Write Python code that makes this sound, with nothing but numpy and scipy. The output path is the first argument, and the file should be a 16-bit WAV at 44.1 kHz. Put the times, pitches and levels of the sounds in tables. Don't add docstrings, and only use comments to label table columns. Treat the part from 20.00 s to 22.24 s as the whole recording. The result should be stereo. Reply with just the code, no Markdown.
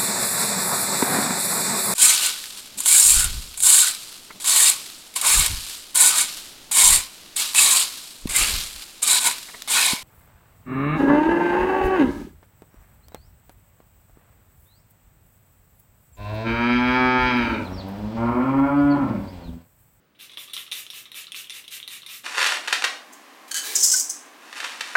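import sys
import numpy as np
from scipy import signal
from scipy.fft import rfft, irfft
from scipy.io import wavfile

SR = 44100
rng = np.random.default_rng(int(sys.argv[2]) if len(sys.argv) > 2 else 0)


def waveform_to_disk(signal):
    frames = np.transpose(np.atleast_2d(signal))
    scaled = np.clip(frames, -1, 1) * 32767
    samples = np.round(scaled).astype(np.int16)
    wavfile.write(sys.argv[1], SR, samples)


N = 98739


def amp(db):
    return 10 ** (np.asarray(db) / 20)


def evened(x):
    return x / np.sqrt(np.mean(x ** 2) + 1e-20)


def read(points, hz):
    f, value = np.transpose(points)
    return np.interp(np.log(hz + 1), np.log(f + 1), value)


def add(mix, s, sound):
    part = mix[:, max(round(s * SR), 0):][:, :sound.shape[1]]
    part += sound[:, :part.shape[1]]


def stereo_noise(a, b, same):
    return np.array([a, same * a + np.sqrt(1 - same ** 2) * b])


# f/Hz, level/dB per Hz
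RUMBLE = [(15, -57), (25, -25), (59, -15.5), (123, -10), (166, -8), (270, -8), (326, -6.5), (624, -12.5),
          (775, -17), (1480, -14.5), (1740, -18), (14800, -38.5), (16000, -13.5)]
# f/Hz, likeness (1 = identical)
RUMBLE_SAME = [(40, .7), (120, .65), (300, 0.17), (1000, 0.14), (8000, 0.081)]
RUMBLE_DB, HUM_HZ, HUM_DB = -57.5, 122.3, -77.5


def background():
    hz = np.fft.rfftfreq(N, 1 / SR)
    a, b = rfft(rng.standard_normal((2, N)))
    same = np.clip(read(RUMBLE_SAME, hz), -1, 1)
    rumble = irfft(stereo_noise(a, b, same) * amp(read(RUMBLE, hz)), N)
    hum = np.sin(2 * np.pi * HUM_HZ * np.arange(N) / SR)
    return amp(RUMBLE_DB) * evened(rumble) + amp(HUM_DB) * evened(hum)


TREBLE_HZ = 5560
THUD_HZ, THUD_OCTAVES = 1190, 0.34


def colour(points, treble_db=0, thud_db=0, size=1024):
    hz = np.fft.rfftfreq(size, 1 / SR) + 1
    shelf = 1 - 1 / (1 + (hz / TREBLE_HZ) ** 4)
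    bump = np.exp(-(np.log2(hz / THUD_HZ) / THUD_OCTAVES) ** 2)
    gain = evened(amp(read(points, hz))) * amp(treble_db * shelf + thud_db * bump)
    log_gain = np.log(gain)
    mirrored = np.r_[log_gain, log_gain[-2:0:-1]]
    return np.fft.ifft(np.exp(signal.hilbert(mirrored).conj())).real


LAG_MS, LAG_MS_PER_DB = .035, .013


def place(x, pan_db, size=64):
    lag_s = (LAG_MS + LAG_MS_PER_DB * pan_db) / 1000
    k = np.arange(-size, size + 1)
    fractional_delay = np.sinc(k - lag_s * SR) * np.hanning(len(k))
    late = signal.fftconvolve(x, fractional_delay, "same")
    return np.array([x * amp(pan_db / 2), late * amp(-pan_db / 2)])


GRAIN_SPREAD_DB = 3.5


def grains(count, per_s):
    size = amp(GRAIN_SPREAD_DB * np.minimum(rng.exponential(1, count), 3))
    sign = rng.choice([-1., 1.], count)
    return size * sign * (rng.random(count) < per_s / SR)


# f/Hz, level/dB
HEAD = [(40, -48), (150, -39.5), (450, -24.5), (700, -29), (1100, -19.5), (1550, -22), (2100, -10.5),
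        (2450, -7.5), (2900, -5), (3250, -6.5), (3580, 2), (4050, -3), (4700, -12.5), (5600, -9),
        (7500, -17.5), (8600, -11), (9600, -8), (11000, -15.5), (13500, -18), (16000, -40)]
CLICK_DB, KNOCK_DB, CRUNCH_DB = -6, -2, -5
KNOCK_PEAK_S, KNOCK_SHAPE, CONTACT_S = 0.00056, 1.75, .0009
RATTLE_PER_S, RATTLE_FADE_S, RATTLE_RISE_S = 1500, 0.011, 0.0013
ECHO_S, ECHO_DB = .003, -8.5


def click(db, knock_hz, treble_db, thud_db, rattle_db, pan_db, crunch_db=0, count=6000):
    t = np.arange(count) / SR
    swell = (t / KNOCK_PEAK_S * np.exp(1 - t / KNOCK_PEAK_S)) ** KNOCK_SHAPE
    knock = evened(swell * np.sin(2 * np.pi * knock_hz * t))
    crunch = evened(rng.choice([-1., 1.], count) * np.exp(-t / CONTACT_S))
    rattle_level = np.exp(-t / RATTLE_FADE_S) * np.minimum(t / RATTLE_RISE_S, 1)
    chatter = evened(grains(count, RATTLE_PER_S) * rattle_level)
    shell = colour(HEAD, treble_db, thud_db)
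    crunch = signal.fftconvolve(crunch, shell)[:count]
    chatter = signal.fftconvolve(chatter, shell)[:count]
    crunch = evened(crunch - knock * np.mean(crunch * knock))
    sound = amp(KNOCK_DB) * knock + amp(CRUNCH_DB + crunch_db) * crunch + amp(rattle_db) * evened(chatter)
    direct = place(amp(CLICK_DB + db) * sound / np.sqrt(count), pan_db)
    delays = np.round(ECHO_S * SR * rng.uniform(.7, 1.3, 2)).astype(int)
    echo = np.array([np.pad(side, (d, 0))[:count] for side, d in zip(direct, delays)])
    return direct + amp(ECHO_DB) * echo


# t/s, level/dB, knock f/Hz, treble level/dB, rattle level/dB, pan L-R level/dB
PRESSES = [(.1497, -32.5, 3300, -21, 6.5, 4.5), (0.192, -17, 3420, -16, -0.5, 6),
           (0.534, -2, 3600, 2.5, 3.5, 3.5), (0.5389, -10.5, 3420, 1.5, 5, 10),
           (.7153, 0.5, 3620, -2.5, -7, 10.5), (0.7199, 4, 3600, 1, 1, 2), (0.9022, -1.5, 3540, 2, -4, 2.5),
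           (1.1175, -5.5, 3760, -0.5, -14, 3.5), (1.32, -3, 3350, -1.5, -10, -2.5),
           (1.4972, -3, 3580, -3.5, 0.5, -1), (1.6794, -9, 3300, -3, -2, -2),
           (1.8772, -0.5, 3900, -0.5, -4.5, 2.5), (2.063, -5.5, 3730, -0.5, 0, 3.5)]
THUD_DB_PER_DB = 0.58


def presses():
    out = np.zeros((2, N))
    for s, db, knock_hz, treble_db, rattle_db, pan_db in PRESSES:
        add(out, s, click(db, knock_hz, treble_db, THUD_DB_PER_DB * db, rattle_db, pan_db))
    return out


# t/s, length/s, level/dB, treble level/dB, pan L-R level/dB
PUFFS = [(0.188, 0.081, -42.5, -4.5, 2.5), (0.373, 0.087, -41.5, -1.5, 4), (.555, 0.089, -40, -1.5, 3.5),
         (0.732, 0.1, -37, 1.5, 1.5), (.927, 0.097, -38.5, -1.5, 1.5), (1.141, 0.091, -35.5, -3.5, 3.5),
         (1.345, 0.091, -37.5, -1, -1.5), (1.52, 0.096, -39.5, -2.5, -1), (1.704, 0.088, -37.5, -1.5, -2.5),
         (1.896, 0.088, -36, -5, 4.5), (2.082, 0.12, -38.5, -0.5, 1.5)]
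# f/Hz, level/dB per Hz
NOZZLE = [(150, -38.5), (400, -33), (800, -25), (1000, -29), (1200, -13.5), (1450, -15), (1750, -8.5),
          (2200, -4), (2850, 2), (3600, -4), (4300, -5), (5300, -5), (7000, -4), (9500, -2.5),
          (13000, -2.5), (15000, -1.5), (16200, -37)]
MIST_DB, SWELL_SKEW, SWELL_SHAPE = 0.5, 0.66, 0.97
SPUTTER_PER_S, SPUTTER_DB = 260, -4


def mist(count=8192):
    out, t = np.zeros((2, N)), np.arange(count) / SR
    for s, length, db, treble_db, pan_db in PUFFS:
        stroke = np.minimum(t / length, 1)
        flow = abs(np.sin(np.pi * stroke ** SWELL_SKEW)) ** SWELL_SHAPE
        hiss = signal.fftconvolve(flow * rng.standard_normal(count), colour(NOZZLE, treble_db))
        drops = evened(grains(count, SPUTTER_PER_S)) * np.sqrt(flow * (1 - stroke))
        sputter = amp(SPUTTER_DB) * signal.fftconvolve(drops, colour(HEAD, treble_db=-5, thud_db=4.5))
        add(out, s, place(amp(MIST_DB + db) * (hiss + sputter)[:count], pan_db))
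    return out


# t/s, level/dB, knock f/Hz, rattle level/dB, pan L-R level/dB
RETURNS = [(0.296, -12, 3450, -2.5, 2), (0.317, -13, 3680, -3.5, 7), (.334, -16, 3570, 3.5, 4),
           (.4772, -16, 3300, -2, -5), (0.4976, -9.5, 3770, -4, 6), (.665, -13, 2840, 1, 2),
           (0.8656, -8, 3360, -10, 0), (1.0554, -12, 3650, -2.5, 1.5), (1.2428, -12.5, 3200, -25, -4),
           (1.269, -8.5, 3820, -8, 0), (1.4433, -10, 3140, -7, 2), (1.4715, -13.5, 3100, -23, 5),
           (1.6415, -15, 3230, 2.5, 3.5), (1.801, -8, 3400, -19, 0.5), (1.8285, -3.5, 3620, -25, 1),
           (2.02, -9.5, 3700, -6, 3), (2.2365, -16, 3680, -15, -9)]
RETURN_TREBLE_DB = -9
RETURN_CRUNCH_DB = -1.5


def returns():
    out = np.zeros((2, N))
    for s, db, knock_hz, rattle_db, pan_db in RETURNS:
        add(out, s, click(db, knock_hz, RETURN_TREBLE_DB, 0, rattle_db, pan_db, RETURN_CRUNCH_DB))
    return out


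# t/s, level/dB, knock f/Hz, thud level/dB, pan L-R level/dB
SPITS = [(0.3726, 0, 3310, -6, 2.5), (0.3806, -10, 3500, 19.5, -1), (0.5662, 1, 3280, 9, 0),
         (0.5769, -0.5, 3160, -4, 1), (0.934, -14, 3330, 17.5, 0), (1.1444, -10, 3200, 16, -2),
         (1.3454, -4.5, 2810, 12, -1.5)]
SPIT_TREBLE_DB = -15


def spits():
    out = np.zeros((2, N))
    for s, db, knock_hz, thud_db, pan_db in SPITS:
        add(out, s, click(db, knock_hz, SPIT_TREBLE_DB, thud_db, rattle_db=-10.5, pan_db=pan_db))
    return out


# t/s, level/dB
GULPS = [(.482, -19), (0.678, -15), (1.061, -18), (1.281, -17), (1.839, -22), (2.032, -13.5)]
GULP_HZ, GULP_THUD_DB, GULP_RATTLE_DB = 3000, 21, -17.5


def gulps():
    out = np.zeros((2, N))
    for s, db in GULPS:
        add(out, s, click(db, GULP_HZ, RETURN_TREBLE_DB, GULP_THUD_DB, GULP_RATTLE_DB, 0))
    return out


# f/Hz, t60/s
ROOM = [(200, 0.57), (1200, 0.35), (3300, 0.26), (8000, 0.24), (15000, 0.2)]
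# f/Hz, likeness (1 = identical)
ROOM_SAME = [(150, 1), (500, 0.48), (1300, 0.46), (2300, 0.75), (4000, 0.017), (12000, 0.017)]
FIRST_ECHO_S = 0.0022


def room_tail(count=1500, size=12):
    taps = np.zeros((2, count * size))
    at = np.arange(count) * size + rng.integers(0, size, (2, count))
    np.put_along_axis(taps, at, rng.choice([-1., 1.], at.shape), 1)
    hz, t, (a, b) = signal.stft(taps, SR, nperseg=256)
    same = np.clip(read(ROOM_SAME, hz), -1, 1)[:, None]
    decay = amp(-60 * t / read(ROOM, hz)[:, None])
    tail = signal.istft(stereo_noise(a, b, same) * decay, SR, nperseg=256)[1]
    tail = tail * (np.arange(tail.shape[1]) > FIRST_ECHO_S * SR)
    return tail / np.linalg.norm(tail, axis=1, keepdims=True)


DRIFT_S = .016


def room(x, count=8, pan_db=-0.3):
    spot = np.arange(N) / SR / DRIFT_S
    wet = np.zeros((2, N))
    for k in range(count):
        fade = np.sqrt(np.maximum(1 - abs((spot - k) % count - 1), 0))
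        wet += signal.fftconvolve(x * fade, room_tail(), axes=1)[:, :N]
    return wet * amp([[pan_db / 2], [-pan_db / 2]])


AIM_DB = -5
CLICK_ROOM_DB, MIST_ROOM_DB = -2, 1.5


def scene():
    clicks = presses() + returns() + spits() + gulps()
    spray = mist()
    dull = signal.lfilter(*signal.butter(1, TREBLE_HZ, fs=SR), spray)
    direct = clicks + dull + amp(AIM_DB) * (spray - dull)
    reflected = room(amp(CLICK_ROOM_DB) * clicks + amp(MIST_ROOM_DB) * spray)
    return direct + reflected + background()


EDGE_HZ = 16100


def record(dry):
    lowpass = signal.firwin(511, EDGE_HZ, window=("kaiser", 9), fs=SR)
    return signal.oaconvolve(dry, lowpass[None], "same")


dry = scene()
out = record(dry)
waveform_to_disk(out)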